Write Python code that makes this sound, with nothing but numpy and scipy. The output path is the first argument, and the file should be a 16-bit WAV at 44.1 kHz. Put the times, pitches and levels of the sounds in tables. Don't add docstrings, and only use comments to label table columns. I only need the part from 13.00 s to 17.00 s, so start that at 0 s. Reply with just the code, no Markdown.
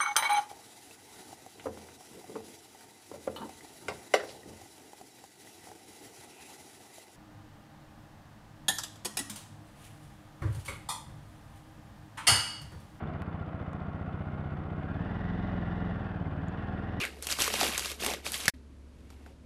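import sys
import numpy as np
from scipy import signal
from scipy.fft import rfft, irfft, next_fast_len
from scipy.io import wavfile
from scipy.ndimage import uniform_filter1d, map_coordinates

SR = 44100
rng = np.random.default_rng(int(sys.argv[2]) if len(sys.argv) > 2 else 0)


def boost_factor(decibels):
    exponent = np.asarray(decibels, float) / 20
    return 10 ** exponent


def output_pcm(signal):
    pcm = np.clip(np.atleast_2d(signal).T, -1, 1) * 32767
    wavfile.write(sys.argv[1], SR, np.round(pcm).astype(np.int16))


N = 176400


def unit(x):
    return x / np.sqrt(np.mean(x ** 2) + 1e-20)


def curves(rows):
    time_s, *columns = np.transpose(rows)
    return [np.interp(np.arange(N) / SR, time_s, column) for column in columns]


def wobble(knots_per_s):
    knots = rng.standard_normal(int(N * knots_per_s / SR) + 4)
    return map_coordinates(knots, [np.arange(N) * knots_per_s / SR])


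def filtered(x, response):
    size = next_fast_len(len(x) + SR // 2)
    return irfft(rfft(x, size) * response(np.fft.rfftfreq(size, 1 / SR)), size)[:len(x)]


def colour(points):
    f, db = np.transpose(points)
    return lambda hz: boost_factor(np.interp(np.log(hz + 1), np.log(f + 1), db))


def ringing(modes, flip=1):
    def response(f):
        return sum(boost_factor(db) * flip ** k * 1j * f * width / (centre ** 2 - f * f + 1j * f * width)
                   for k, (centre, width, db) in enumerate(modes))
    return response


# time_s, rate_firings_per_s
FIRING_RATE = [(0.0, 16.9), (0.215, 15.18), (0.628, 14.85), (0.785, 14.56), (0.926, 15.63), (1.033, 15.02),
               (1.122, 15.57), (1.488, 16.13), (1.618, 14.85), (1.769, 15.76), (2.098, 20.77),
               (2.442, 21.83), (2.644, 20.72), (2.826, 21.46), (3.292, 17.96), (3.606, 20.23),
               (3.729, 19.48), (4.0, 21.31)]
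START_TURN_CYCLES = -.4016
IDLE_FIRINGS_PER_S = 15


def crank():
    rate, = curves(FIRING_RATE)
    return rate, START_TURN_CYCLES + np.cumsum(rate) / SR


JITTER_S, SCATTER_DB, PUFF_TOP_HZ = .0001, .8, 370


def puffs(times_s, level_db):
    chance = rng.standard_normal((len(times_s), 2))
    at = np.clip(np.round((times_s + JITTER_S * chance[:, 0]) * SR).astype(int), 0, N)
    size = boost_factor(level_db[np.minimum(at, N - 1)] + SCATTER_DB * chance[:, 1])
    spikes = np.bincount(at, size, N + 1)[:N]
    return filtered(spikes, lambda hz: np.exp(-(hz / PUFF_TOP_HZ) ** 2))


# time_s, exhaust_db, intake_db
THROTTLE = [(0, 2, 4), (.4, 4, -8.5), (.85, 3.5, -2), (1.2, 4.5, -3), (1.55, 4, 2), (1.9, 3.5, 3),
            (2.4, 5, 7.5), (2.9, 4.5, 6.5), (3.3, 3.5, 0.5), (3.65, 2.5, 5.5), (4, 2.5, 5)]
# centre_hz, width_hz, level_db
PIPE_MODES = [(56.4, 38, -12), (87.7, 25.2, -2.4), (108.2, 12, -10), (145.4, 12, -2), (167.96, 4.9, 0.5),
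              (188.5, 17, -15), (276.8, 8.6, -7.5), (368, 12, -14)]
# centre_hz, width_hz, level_db
AIRBOX_MODES = [(58.3, 44, -6), (116.6, 6, -16), (124, 6.7, -11), (143.9, 11, -2.5), (168.5, 2.8, -9.5),
                (194.2, 17, -3.5), (255.4, 18, -8.5), (424, 8.6, -7.5)]
# centre_hz, width_hz, level_db
SWALLOWED_BAND = [(156, 170, -16)]
GAS_DB = 21
INTAKE_LAG_S, INTAKE_LAG_CYCLES = .0021, .237
SAG_LEAD_S, REBOUND_LAG_S, SAG_DB = .0032, .0036, -31


def breathing():
    rate, turn = crank()
    exhaust_db, intake_db = curves(THROTTLE)
    t = np.arange(N) / SR
    fire_s = np.interp(np.arange(int(turn[-1]) + 1), turn, t)
    gulp_s = fire_s + INTAKE_LAG_S + INTAKE_LAG_CYCLES / np.interp(fire_s, t, rate)

    def through(x, modes):
        return filtered(x, lambda f: ringing(modes)(f) - ringing(SWALLOWED_BAND)(f))

    rebound = puffs(fire_s + REBOUND_LAG_S, exhaust_db)
    sag = puffs(fire_s - SAG_LEAD_S, exhaust_db)
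    blow = through(puffs(fire_s, exhaust_db), PIPE_MODES)
    gulp = through(puffs(gulp_s, intake_db), AIRBOX_MODES)
    return boost_factor(GAS_DB) * (boost_factor(SAG_DB) * (rebound - sag) + blow - gulp)


# time_s, level_db
MECHANICAL_LEVEL = [(0, -47), (.3, -49), (1, -49.5), (1.7, -49), (2.1, -47), (2.45, -46.5), (2.9, -47),
                    (3.3, -49), (3.6, -47.5), (4, -48)]
# crank_angle_cycles, decay_cycles (to 1/e), level_db
VALVE_BURSTS = [(0.02, 0.079, -0.5), (0.2, 0.097, -2.5), (.5, 0.15, -4.5), (0.72, 0.11, 1)]
# centre_hz, width_hz, level_db
CASE_MODES = [(466, 35, -8), (647, 45, -1), (728, 73, 1), (1093, 42, -0.5), (1400.4, 28, 1), (1920, 28, -8),
              (2096, 34, -9.5), (2463, 46, -15.5), (2950, 52, -15.5), (3500, 89, -18.5), (4530, 110, -30),
              (4840, 79, -40)]
# frequency_hz, level_db_per_hz
ROAR_SPECTRUM = [(20, -120), (30, -16.5), (45, -22), (90, -9), (180, -1), (300, -3), (400, -9.5),
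                 (520, -8.5), (650, -8), (1000, -13.5), (1600, -16.5), (2200, -26.5), (3200, -33.5),
                 (4200, -43), (5000, -48), (7000, -66), (9000, -120)]
CASES_LOW_HZ, CASES_TOP_HZ = 406, 3980
CASES_DB, ROAR_DB, STEADY_DB = -5.5, 4, -14.5
BURST_SCATTER_DB = 0.97
ROAR_SWELL = 0.55


def rattle():
    _, turn = crank()
    chance = rng.standard_normal((int(turn[-1]) + 3, len(VALVE_BURSTS)))
    swell = boost_factor(STEADY_DB)
    for k, (angle, decay, db) in enumerate(VALVE_BURSTS):
        since = turn - angle
        size = boost_factor(db + BURST_SCATTER_DB * chance[np.floor(since).astype(int) + 2, k])
        swell = swell + size * np.exp(-(since % 1) / decay)
    swell = uniform_filter1d(swell, size=350)
    cases = rng.standard_normal(N) * swell
    roar = rng.standard_normal(N) * swell ** ROAR_SWELL

    def case_response(f):
        band = f / np.hypot(f, CASES_LOW_HZ) / (1 + (f / CASES_TOP_HZ) ** 4)
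        return ringing(CASE_MODES, flip=-1)(f) * band

    cases = boost_factor(CASES_DB) * unit(filtered(cases, case_response))
    roar = boost_factor(ROAR_DB) * unit(filtered(roar, colour(ROAR_SPECTRUM)))
    return boost_factor(curves(MECHANICAL_LEVEL)[0]) * (cases + roar)


# crank_angle_cycles, relative_db, tilt_db_per_octave (about 1 kHz, at idle), looseness_0_to_1
CASE_TAPS = [(.06, 5, -7, .1), (0.24, 0.5, -9.5, .1), (.2, -9, 2.5, .7), (0.82, -2, 1.5, .6),
             (.84, -7, 2, .7)]
TAP_DB, TAP_SCATTER_DB, TAP_JITTER_S = -3.5, 6, .0012
BRIGHTER_DB = 0.13


def taps():
    rate, turn = crank()
    angle, tap_db, tilt, loose = np.transpose(CASE_TAPS)
    due = np.interp(np.arange(int(turn[-1]))[:, None] + angle, turn, np.arange(N))
    chance = rng.standard_normal((*due.shape, len(CASE_MODES) + 1)) * loose[:, None]
    at = np.clip(due + TAP_JITTER_S * SR * chance[..., -1], 0, N - 1).astype(int)
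    tilt = tilt + BRIGHTER_DB * (rate[at] - IDLE_FIRINGS_PER_S)
    rung = np.zeros(N)
    for k, mode in enumerate(CASE_MODES):
        centre = mode[0]
        size = boost_factor(tap_db + tilt * np.log2(centre / 1000) + TAP_SCATTER_DB * chance[..., k])
        hits = np.bincount(at.ravel(), size.ravel(), N)
        broad = ringing([(centre, centre / 2, 0)])
        rung += filtered(hits, lambda f: ringing([mode])(f) * broad(f))
    return boost_factor(curves(MECHANICAL_LEVEL)[0] + TAP_DB) * unit(rung)


MESH_SPECTRUM = [(25, -77), (38, -5.5), (55, -18), (70, -12), (80, -7.5), (92, -7), (100, -18),
                 (108, -38.5), (135, -15.5), (150, -26.5), (170, -22), (200, -36.5), (240, -38),
                 (290, -47.5), (330, -94)]
TOOTH_TONES = [(67, -20), (84, -8), (85, -14), (91, -13), (92, -9), (94, -17)]
TOOTH_WANDER_RAD, TOOTH_WOBBLE_DB = 1.3, 1.9
MESH_DB, MESH_GROWS_DB = -6.5, 0.1341


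def gears():
    rate, turn = crank()
    steps = 2048
    noise = rng.standard_normal(steps * int(turn[-1] + 3))
    noise = filtered(noise, lambda f: colour(MESH_SPECTRUM)(f * steps / SR))
    mesh = unit(map_coordinates(noise, [(turn + 1) * steps]))
    tones = np.zeros(N)
    for multiple, db in TOOTH_TONES:
        level = boost_factor(db + TOOTH_WOBBLE_DB * wobble(22))
        tones += level * np.cos(2 * np.pi * multiple * turn + TOOTH_WANDER_RAD * wobble(40))
    beat = boost_factor(1.75 * np.cos(2 * np.pi * (turn - .15)) + wobble(29.72))
    growth_db = MESH_GROWS_DB * (rate - IDLE_FIRINGS_PER_S)
    return boost_factor(curves(MECHANICAL_LEVEL)[0] + MESH_DB + growth_db) * beat * (mesh + tones)


# frequency_hz, level_db_per_hz
HISS_SPECTRUM = [(300, -120), (2000, 0), (6000, 0), (8000, -1), (11500, -2), (13000, -8), (14500, -22)]
HISS_DB = -84.5


def hiss():
    return boost_factor(HISS_DB) * unit(filtered(rng.standard_normal(N), colour(HISS_SPECTRUM)))


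# frequency_hz, t60_s
YARD_DECAY = [(60, .5), (500, 0.29), (4000, 0.059), (12000, 0.12)]
YARD_DB, WALL_LAG_S = -19, .025


def yard(x):
    f, t60_s = np.transpose(YARD_DECAY)
    out, hop, lag = np.zeros(N), SR, int(WALL_LAG_S * SR)
    for start in range(-hop, N, hop):
        hz, t, z = signal.stft(rng.standard_normal(SR // 2), SR, nperseg=1024)
        decay_s = np.interp(np.log(hz + 1), np.log(f), t60_s)[:, None]
        tail = signal.istft(z * boost_factor(-60 * t / decay_s), SR, nperseg=1024)[1]
        fade = np.clip(1 - np.abs(np.arange(N) - start - hop) / hop, 0, 1)
        first = max(start, 0)
        wet = signal.fftconvolve((x * fade)[first:start + 2 * hop], tail / np.linalg.norm(tail))
        out[first + lag:][:len(wet)] += wet[:max(N - first - lag, 0)]
    return boost_factor(YARD_DB) * out


# start_s, snap_peak_db, snap_hz, snap_width_hz (one resonance of two), body_peak_db
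DRY_TICKS = [(.2204, -46, 8000, 4500, -31), (.7325, -51, 6300, 2500, -37), (3.4838, -49, 7000, 1000, -55)]
# centre_hz, width_hz, level_db
TICK_BODY_MODES = [(1190, 970, 0)]
TICK_T60_S = .005


def ticks():
    out, t = np.zeros(N), np.arange(SR // 50) / SR
    for start_s, snap_db, snap_hz, width_hz, body_db in DRY_TICKS:
        hit = ((t == 0) * 3 + 0.31 * rng.standard_normal(len(t))) * boost_factor(-60 * t / TICK_T60_S)
        for level_db, modes in (snap_db, [(snap_hz, width_hz, 0)]), (body_db, TICK_BODY_MODES):
            part = filtered(hit, lambda f: ringing(modes)(f) ** 2)
            out[round(start_s * SR):][:len(t)] += boost_factor(level_db) * part / np.abs(part).max()
    return out


def scene():
    bike = breathing() + rattle() + taps() + gears()
    return (bike + hiss() + yard(bike) + ticks())[None]


def low_pass(x):
    return signal.sosfilt(signal.butter(12, 14300, fs=SR, output="sos"), x)


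MIC_LOW_HZ = 34


def record(dry):
    mix = filtered(dry[0], lambda f: (1j * f / (1j * f + MIC_LOW_HZ)) ** 2)[None]
    return low_pass(mix)


dry = scene()
out = record(dry)
output_pcm(out)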